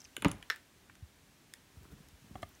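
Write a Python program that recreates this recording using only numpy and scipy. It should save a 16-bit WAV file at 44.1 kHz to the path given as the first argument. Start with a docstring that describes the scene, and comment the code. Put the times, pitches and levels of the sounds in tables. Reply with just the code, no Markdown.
"""A plastic piping bag ticks in the hands, then its hard nozzle clicks and one knock shakes a light table.
A thin plastic mould is tapped and rattles; soft low thumps and rubbing follow over microphone hiss.
Struck parts are damped sine modes with noise cracks; thumps are sagging sines.
Rumble, rubbing and hiss are coloured noise. A small quiet room answers all but thumps, rumble and hiss."""
import sys
import numpy as np
from scipy import signal
from scipy.fft import rfft, irfft, next_fast_len
from scipy.io import wavfile
from scipy.ndimage import map_coordinates

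SR = 44100
rng = np.random.default_rng(int(sys.argv[2]) if len(sys.argv) > 2 else 0)


def wrap_up_sound(samples):
    """Save the sound to the file named by the first command line argument, as 16-bit audio."""
    columns = np.atleast_2d(samples).T
    # keep every value between -1 and 1, then stretch to whole-number steps
    tamed = np.clip(columns, -1, 1)
    steps = np.round(tamed * 32767).astype(np.int16)
    wavfile.write(sys.argv[1], SR, steps)


N = 114660  # samples


def amp(db):
    """Decibels to gain."""
    return 10 ** (np.asarray(db) / 20)


def unit(x):
    """Scales to rms 1."""
    return x / np.sqrt(np.mean(x ** 2) + 1e-20)


def along(points, hz):
    """Interpolates (Hz, value) points on a log frequency axis."""
    point_hz, value = np.transpose(points)
    return np.interp(np.log(hz + 1), np.log(point_hz + 1), value)


def curve(rows):
    """Turns (s, dB) rows into a gain for each sample."""
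    s, db = np.transpose(rows)
    return amp(np.interp(np.arange(N) / SR, s, db))


def filtered(x, response):
    """Multiplies the spectrum of x by a response of frequency."""
    padded = next_fast_len(N + SR // 2)
    hz = np.fft.rfftfreq(padded, 1 / SR)
    return irfft(rfft(x, padded) * response(hz), padded)[..., :N]


def noise(spectrum):
    """Colours white noise by (Hz, dB) points, at rms 1."""
    return unit(filtered(rng.standard_normal(N), lambda hz: amp(along(spectrum, hz))))


def lumps(rate_hz, length):
    """Smooth random wander through rate_hz normal draws per second."""
    draws = rng.standard_normal(int(length * rate_hz / SR) + 10)
    return map_coordinates(draws, [np.arange(length) * rate_hz / SR])


def add(track, s, db, sound):
    """Mixes a sound into the track from s, with its peak at db."""
    part = track[max(round(s * SR), 0):][:len(sound)]
    part += amp(db) * sound[:len(part)] / np.abs(sound).max()


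MODE_SCATTER_DB, MODE_DETUNE = 2, 0.012  # standard deviations; detune as a share of pitch


def ring(modes, rise_s=0.00044):
    """Damped sine modes (Hz, dB, t60 s), with balance and pitch varied at each blow."""
    t = np.arange(SR // 4) / SR
    total = np.zeros(len(t))
    for hz, db, t60_s in modes:
        level_db = db + MODE_SCATTER_DB * rng.normal()
        pitch_hz = hz * (1 + MODE_DETUNE * rng.normal())
        total += amp(level_db - 60 * t / t60_s) * np.sin(2 * np.pi * pitch_hz * t)
    return (1 - np.exp(-t / rise_s)) ** 2 * total


def tilted(modes, tilt_db_per_octave, pivot_hz):
    """Tilts mode levels about a pivot: a brighter or duller blow."""
    return [(hz, db + tilt_db_per_octave * np.log2(hz / pivot_hz), t60_s) for hz, db, t60_s in modes]


CRACK_SPIKE = 1.57  # one sample added to unit-rms noise, before the band shaping


def crack(hz, t60_s, narrow=3.1, rise_s=0.00031):
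    """A sharp break in a decaying noise burst, band-shaped around hz."""
    t = np.arange(SR // 4) / SR
    burst = rng.standard_normal(len(t)) * (1 - np.exp(-t / rise_s)) ** 2 * amp(-60 * t / t60_s)
    burst[round(rise_s * SR) + 8] += CRACK_SPIKE
    ratio = np.fft.rfftfreq(len(t), 1 / SR) / hz
    shaped = irfft(rfft(burst) * (ratio / (1 + ratio ** 2)) ** narrow, len(t))
    return shaped * np.minimum(20 * (1 - t / t[-1]), 1)  # end fade


# Faint ticks of bag and beads. Each row: time in seconds, tone peak in dB, pitch in Hz.
BAG_TICKS = [(.0033, -46.5, 5640), (.0078, -51, 5700), (0.017, -48.5, 5250), (0.043, -50, 5930),
             (0.049, -45, 5500), (.0543, -51.5, 4830), (0.0546, -51.5, 2490), (0.228, -39, 2250),
             (0.898, -46.5, 1640), (0.9546, -51.5, 1560), (1.5382, -42, 1910), (1.853, -55.5, 1170),
             (2.491, -56, 13600), (2.551, -56.5, 6160)]
TICK_T60_S, TICK_LEAD_S = 0.016, 0.0008


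def ticks():
    """Tiny blips, each a close pair of damped tones in a narrow crackle at its pitch."""
    out = np.zeros(N)
    for s, db, hz in BAG_TICKS:
        pair = [(hz, 0, TICK_T60_S), (hz * 1.095, -3, TICK_T60_S)]
        add(out, s - TICK_LEAD_S, db, ring(pair, rise_s=0.00033))
        add(out, s - TICK_LEAD_S, db - 1, crack(hz, 0.012, narrow=9))
    return out


# Short broad snaps: bag crinkles and the noisy cracks within clicks and the knock.
# Each row: start in seconds, peak in dB, centre in Hz, t60 in seconds, narrowness (exponent).
SHORT_SNAPS = [(0.2468, -15, 2230, 0.0051, 2.44), (.254, -30, 1970, 0.036, 3.6),
               (.2925, -51, 12000, 0.0073, 3), (0.3146, -35.5, 6100, 0.01, 16),
               (0.4262, -37.5, 2080, 0.0082, 3.7), (0.56, -40, 6070, 0.0089, 1.1),
               (0.9536, -44.5, 3950, 0.0063, 3), (1.5373, -28.5, 5000, 0.0012, 3.2),
               (1.5379, -30.5, 5800, .0045, 3.6), (1.5585, -56, 12000, 0.0044, 3),
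               (1.831, -48.5, 10000, 0.01, 2.5), (2.086, -48.5, 5000, 0.0082, 1.7)]


def snaps():
    """Short, sharp cracks: a break and a noise burst in one band."""
    out = np.zeros(N)
    for s, db, hz, t60_s, narrow in SHORT_SNAPS:
        add(out, s, db, crack(hz, t60_s, narrow))
    return out


# Hard clicks. Each row: start in seconds, bright ring peak in dB, dull body peak in dB.
NOZZLE_CLICKS = [(0.1662, -28, -27.5), (.222, -32.5, -30.5), (0.247, -35, -23.5), (0.283, -33, -39),
                 (0.3149, -30.5, -36), (0.4266, -46.5, -42.5)]
# Modes of the stiff tip. Each row: pitch in Hz, relative level in dB, t60 in seconds.
TIP_MODES = [(7040, 4, 0.0075), (9020, 3, 0.009), (10050, 7, 0.0055), (11500, 1, 0.0053),
             (12400, -5, 0.0047), (13700, -3, 0.0043)]
# Modes of the collar. Each row: pitch in Hz, relative level in dB, t60 in seconds.
COLLAR_MODES = [(745, -9.5, 0.0069), (1130, -5.5, 0.0064), (1450, 1, 0.007), (1970, 1, 0.006),
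                (2450, 2, .006), (2980, 3.5, 0.0065), (3450, 0, 0.006)]


def nozzle():
    """Each click rings the stiff tip, cracks, and thuds in the collar."""
    out = np.zeros(N)
    for s, bright_db, dull_db in NOZZLE_CLICKS:
        add(out, s, bright_db, ring(TIP_MODES, rise_s=0.00033))
        add(out, s, bright_db - 13, crack(11000, 0.015, narrow=6.8))
        add(out, s, dull_db, ring(COLLAR_MODES, rise_s=0.00045))
        add(out, s, dull_db - 5.5, crack(1550, 0.023, narrow=6.9))
    return out


# Taps and rattle. Each row: start in seconds, ring peak in dB, brightness in dB per octave.
MOULD_TAPS = [(0.4999, -18.5, 1.5), (0.5043, -18.5, -6.5), (0.5113, -29, -2), (0.517, -35, -2),
              (0.521, -36, -5), (0.525, -35.5, -2), (0.5305, -39.5, -5), (0.542, -43, -4), (0.554, -46, -7),
              (0.5612, -45, -5)]
# Modes of the thin mould. Each row: pitch in Hz, relative level in dB, t60 in seconds.
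MOULD_MODES = [(433, -39, 0.017), (1400, -29, 0.025), (1550, -0.5, 0.0076), (1765, 13.5, 0.0057),
               (2000, 1, 0.006), (2620, -15, 0.0077), (3485, 9, 0.0034), (4060, -13.5, 0.012),
               (5430, 2.5, 0.0059), (5840, -2.5, 0.0047), (11800, -10.5, 0.0053)]


def mould():
    """A tap and its dying rattle: tilted modes of the thin plastic, with a crack."""
    out = np.zeros(N)
    for s, db, tilt_db in MOULD_TAPS:
        add(out, s, db, ring(tilted(MOULD_MODES, tilt_db, pivot_hz=1700), rise_s=0.0019))
        add(out, s, db - 8 + 2 * tilt_db, crack(2640, 0.011, narrow=3))
    return out


# Blows on the table. Each row: start in seconds, peak in dB, contact in seconds.
TABLE_KNOCKS = [(0.227, -32, 0.00034), (0.2471, -19, 0.00014), (0.251, -16.5, 0.00053),
                (0.2542, -16, 0.00057), (0.2561, -24.5, 0.00022), (0.2596, -10.5, 0.0031),
                (0.2662, -21.5, 0.0013), (0.28, -34, 0.0013), (0.346, -39.5, 0.0035)]
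# Modes of the top. Each row: pitch in Hz, relative level in dB, t60 in seconds.
TABLE_MODES = [(94, -7, 0.063), (184, -3.5, 0.027), (288.7, 5, 0.035), (421, 4, 0.021), (607, 3.5, 0.02),
               (908, 10, 0.019), (1084, 9, 0.018), (1670, -5, 0.052), (2340, 15, 0.012)]


def table():
    """Modes of the top smoothed by the contact push: longer contact favours the low modes."""
    out = np.zeros(N)
    for s, db, contact_s in TABLE_KNOCKS:
        push = np.hanning(round(contact_s * SR) + 3)
        add(out, s, db, -np.convolve(ring(TABLE_MODES, rise_s=0.0001), push))
    return out


# Rough shudder after the two big blows. Each row: start in seconds, peak in dB, centre in Hz, t60 in seconds.
BLOW_SHUDDERS = [(.252, -36.5, 860, 0.48), (.253, -42, 2020, 0.42), (.506, -42, 3240, 0.16),
                 (.507, -44, 1900, 0.27)]
GRAIN_DB, GRAIN_RATE_HZ = 3, 250


def shudders():
    """Slower noise cracks with a fast random grain in level."""
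    out = np.zeros(N)
    for s, db, hz, t60_s in BLOW_SHUDDERS:
        sound = crack(hz, t60_s, rise_s=0.0017)
        add(out, s, db, sound * amp(GRAIN_DB * lumps(GRAIN_RATE_HZ, len(sound))))
    return out


# Finger knocks on the microphone's case. Each row: start in seconds, ring peak in dB,
# brightness in dB per octave, grit peak in dB.
CASE_KNOCKS = [(2.3542, -34, -2, -66), (2.3578, -38, -3, -69), (2.421, -52, 4, -49),
               (2.4285, -29, 2, -48.5), (2.4318, -33, 1.5, -52)]
# Modes of the case. Each row: pitch in Hz, relative level in dB, t60 in seconds.
CASE_MODES = [(224, -2, 0.016), (718, 2, .022), (900, -4, 0.012), (1191, 0.5, 0.018), (1757, -9.5, 0.016),
              (2050, -5, .014), (2824, -7, 0.011), (3270, -1.5, 0.0087), (4160, -9.5, .008)]


def grips():
    """Knocks straight through the case: tilted modes and a gritty crack."""
    out = np.zeros(N)
    for s, db, tilt_db, grit_db in CASE_KNOCKS:
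        add(out, s, db, ring(tilted(CASE_MODES, tilt_db, pivot_hz=1000), rise_s=0.0016))
        add(out, s, grit_db, crack(5900, 0.034))
    return out


# Fingers rubbing the case. Each row: time in seconds, rms level in dB before the lumps.
RUB_LEVEL = [(1.7, -79), (1.8, -66.5), (2.02, -68.5), (2.16, -80.5), (2.36, -64.5), (2.5, -79)]
# Colour of the rubbing. Each row: frequency in Hz, relative density in dB per Hz.
RUB_SPECTRUM = [(120, -25), (380, -1), (700, -15.5), (1250, -10.5), (2600, -25.5)]
RUB_LUMPS_DB, RUB_LUMPS_HZ = 5, 50


def rubbing():
    """Skin friction as coloured noise with a lumpy level."""
    lumpy = amp(RUB_LUMPS_DB * lumps(RUB_LUMPS_HZ, N)) * noise(RUB_SPECTRUM)
    return curve(RUB_LEVEL) * unit(lumpy)


# Soft low thumps. Each row: start in seconds, peak in dB, starting pitch in Hz.
LOW_THUMPS = [(0.1787, -40.5, 407), (0.404, -64, 55), (1.023, -35.5, 95), (1.769, -41, 83.6),
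              (1.808, -50, 162), (1.822, -46, 77), (1.854, -52.5, 268), (1.915, -41.5, 70),
              (1.93, -42, 210), (1.983, -53, 152), (2.003, -47, 173), (2.129, -45, 66), (2.219, -52.5, 150),
              (2.242, -49.5, 215), (2.3096, -42, 232), (2.313, -43.5, 78.5), (2.351, -40, 111.5),
              (2.362, -44, 61.7), (2.429, -39, 105), (2.477, -56, 80), (2.53, -52, 75)]
THUMP_T60_CYCLES, THUMP_RISE_CYCLES = 7.2, 0.33  # cycles of the starting pitch
THUMP_SAG_PER_CYCLE = 0.18  # exponential rate of pitch loss


def thumps():
    """Low pushes of a few swings that sag in pitch as they die."""
    out, t = np.zeros(N), np.arange(SR // 5) / SR
    for s, db, hz in LOW_THUMPS:
        cycles = hz * t
        turns = np.log1p(THUMP_SAG_PER_CYCLE * cycles) / THUMP_SAG_PER_CYCLE
        rise = (1 - np.exp(-cycles / THUMP_RISE_CYCLES)) ** 2
        decay = amp(-60 * cycles / THUMP_T60_CYCLES)
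        add(out, s, db, rise * decay * np.sin(2 * np.pi * turns))
    return out


# Low rumble. Each row: time in seconds, rms level in dB before the lumps.
RUMBLE_LEVEL = [(0, -60), (.12, -63), (.24, -46.5), (.32, -38.5), (.39, -51), (.49, -61), (.93, -59),
                (1.1, -60.5), (1.64, -62), (1.79, -59.5), (1.93, -52.5), (2.2, -60.5), (2.4, -49.5),
                (2.6, -63.5)]
# Colour of the rumble. Each row: frequency in Hz, relative density in dB per Hz.
RUMBLE_SPECTRUM = [(15, -35), (25, 17.5), (39, 20), (65, 8), (184, 2), (450, -11), (580, -103), (990, -120)]
RUMBLE_LUMPS_DB, RUMBLE_LUMPS_HZ = 1.5, 20


def rumble():
    """Low coloured noise with a slowly uneven level, under the thumps."""
    lumpy = amp(RUMBLE_LUMPS_DB * lumps(RUMBLE_LUMPS_HZ, N)) * noise(RUMBLE_SPECTRUM)
    return curve(RUMBLE_LEVEL) * unit(lumpy)


# Microphone hiss. Each row: time in seconds, rms level in dB.
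HISS_GAIN = [(0.0, -64), (0.39, -66), (0.51, -63.5), (0.63, -66), (0.93, -66.5), (2.6, -64.5)]
# Colour of the hiss. Each row: frequency in Hz, relative density in dB per Hz.
HISS_SPECTRUM = [(150, -37), (250, -5), (319, -6.5), (372, -9.5), (500, -11), (626, -10.5), (1230, -13),
                 (1440, -13), (1540, -11), (3360, -14.5), (4920, -17.5), (5750, -16.5), (15700, -25),
                 (16000, -43)]


def hiss():
    """The microphone's own coloured noise at a slowly drifting level."""
    return curve(HISS_GAIN) * noise(HISS_SPECTRUM)


# Decay of the room. Each row: frequency in Hz, t60 in seconds.
ROOM_T60 = [(100, 0.12), (500, 0.24), (2000, 0.24), (5000, 0.16), (12000, 0.2)]
# Colour of the room. Each row: frequency in Hz, relative level in dB.
ROOM_SPECTRUM = [(100, 5), (1000, -1), (3000, -0.5), (7000, -1.5), (12000, -2)]
ROOM_DELAY_S = 0.004


def room(x):
    """Delayed convolution with a noise tail whose frequencies die at their own speeds."""
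    hz, t, bins = signal.stft(rng.standard_normal(SR // 2), SR, nperseg=256)
    start_db = along(ROOM_SPECTRUM, hz)[:, None]
    decay_db = 60 * t / along(ROOM_T60, hz)[:, None]
    tail = signal.istft(bins * amp(start_db - decay_db), SR, nperseg=256)[1]
    delayed = np.pad(x, (round(ROOM_DELAY_S * SR), 0))
    return signal.fftconvolve(delayed, tail / np.linalg.norm(tail))[:N]


# Room gain in dB for, in order: ticks, snaps with shudders, nozzle, mould, table, case.
ROOM_GAIN_DB = [-14.5, -14.5, -13, -18, -14.5, -20]


def scene():
    """Struck and rubbed things with their room; thumps, rumble and hiss without it."""
    sources = [ticks(), snaps() + shudders(), nozzle(), mould(), table(), grips() + rubbing()]
    wet = sum(x + amp(db) * room(x) for x, db in zip(sources, ROOM_GAIN_DB))
    return (wet + thumps() + rumble() + hiss())[None]


LOW_CUT_HZ, TOP_HZ = 40, 16500


def record(dry):
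    """The microphone drops the deepest bass; nothing is kept above the band limit."""
    def response(hz):
        high_pass = (1j * hz / (LOW_CUT_HZ + 1j * hz)) ** 4
        steeper_cut = 1 / (1 + (LOW_CUT_HZ / (hz + 1)) ** 6)
        return (hz < TOP_HZ) * high_pass * steeper_cut
    return filtered(dry, response)


dry = scene()
out = record(dry)
wrap_up_sound(out)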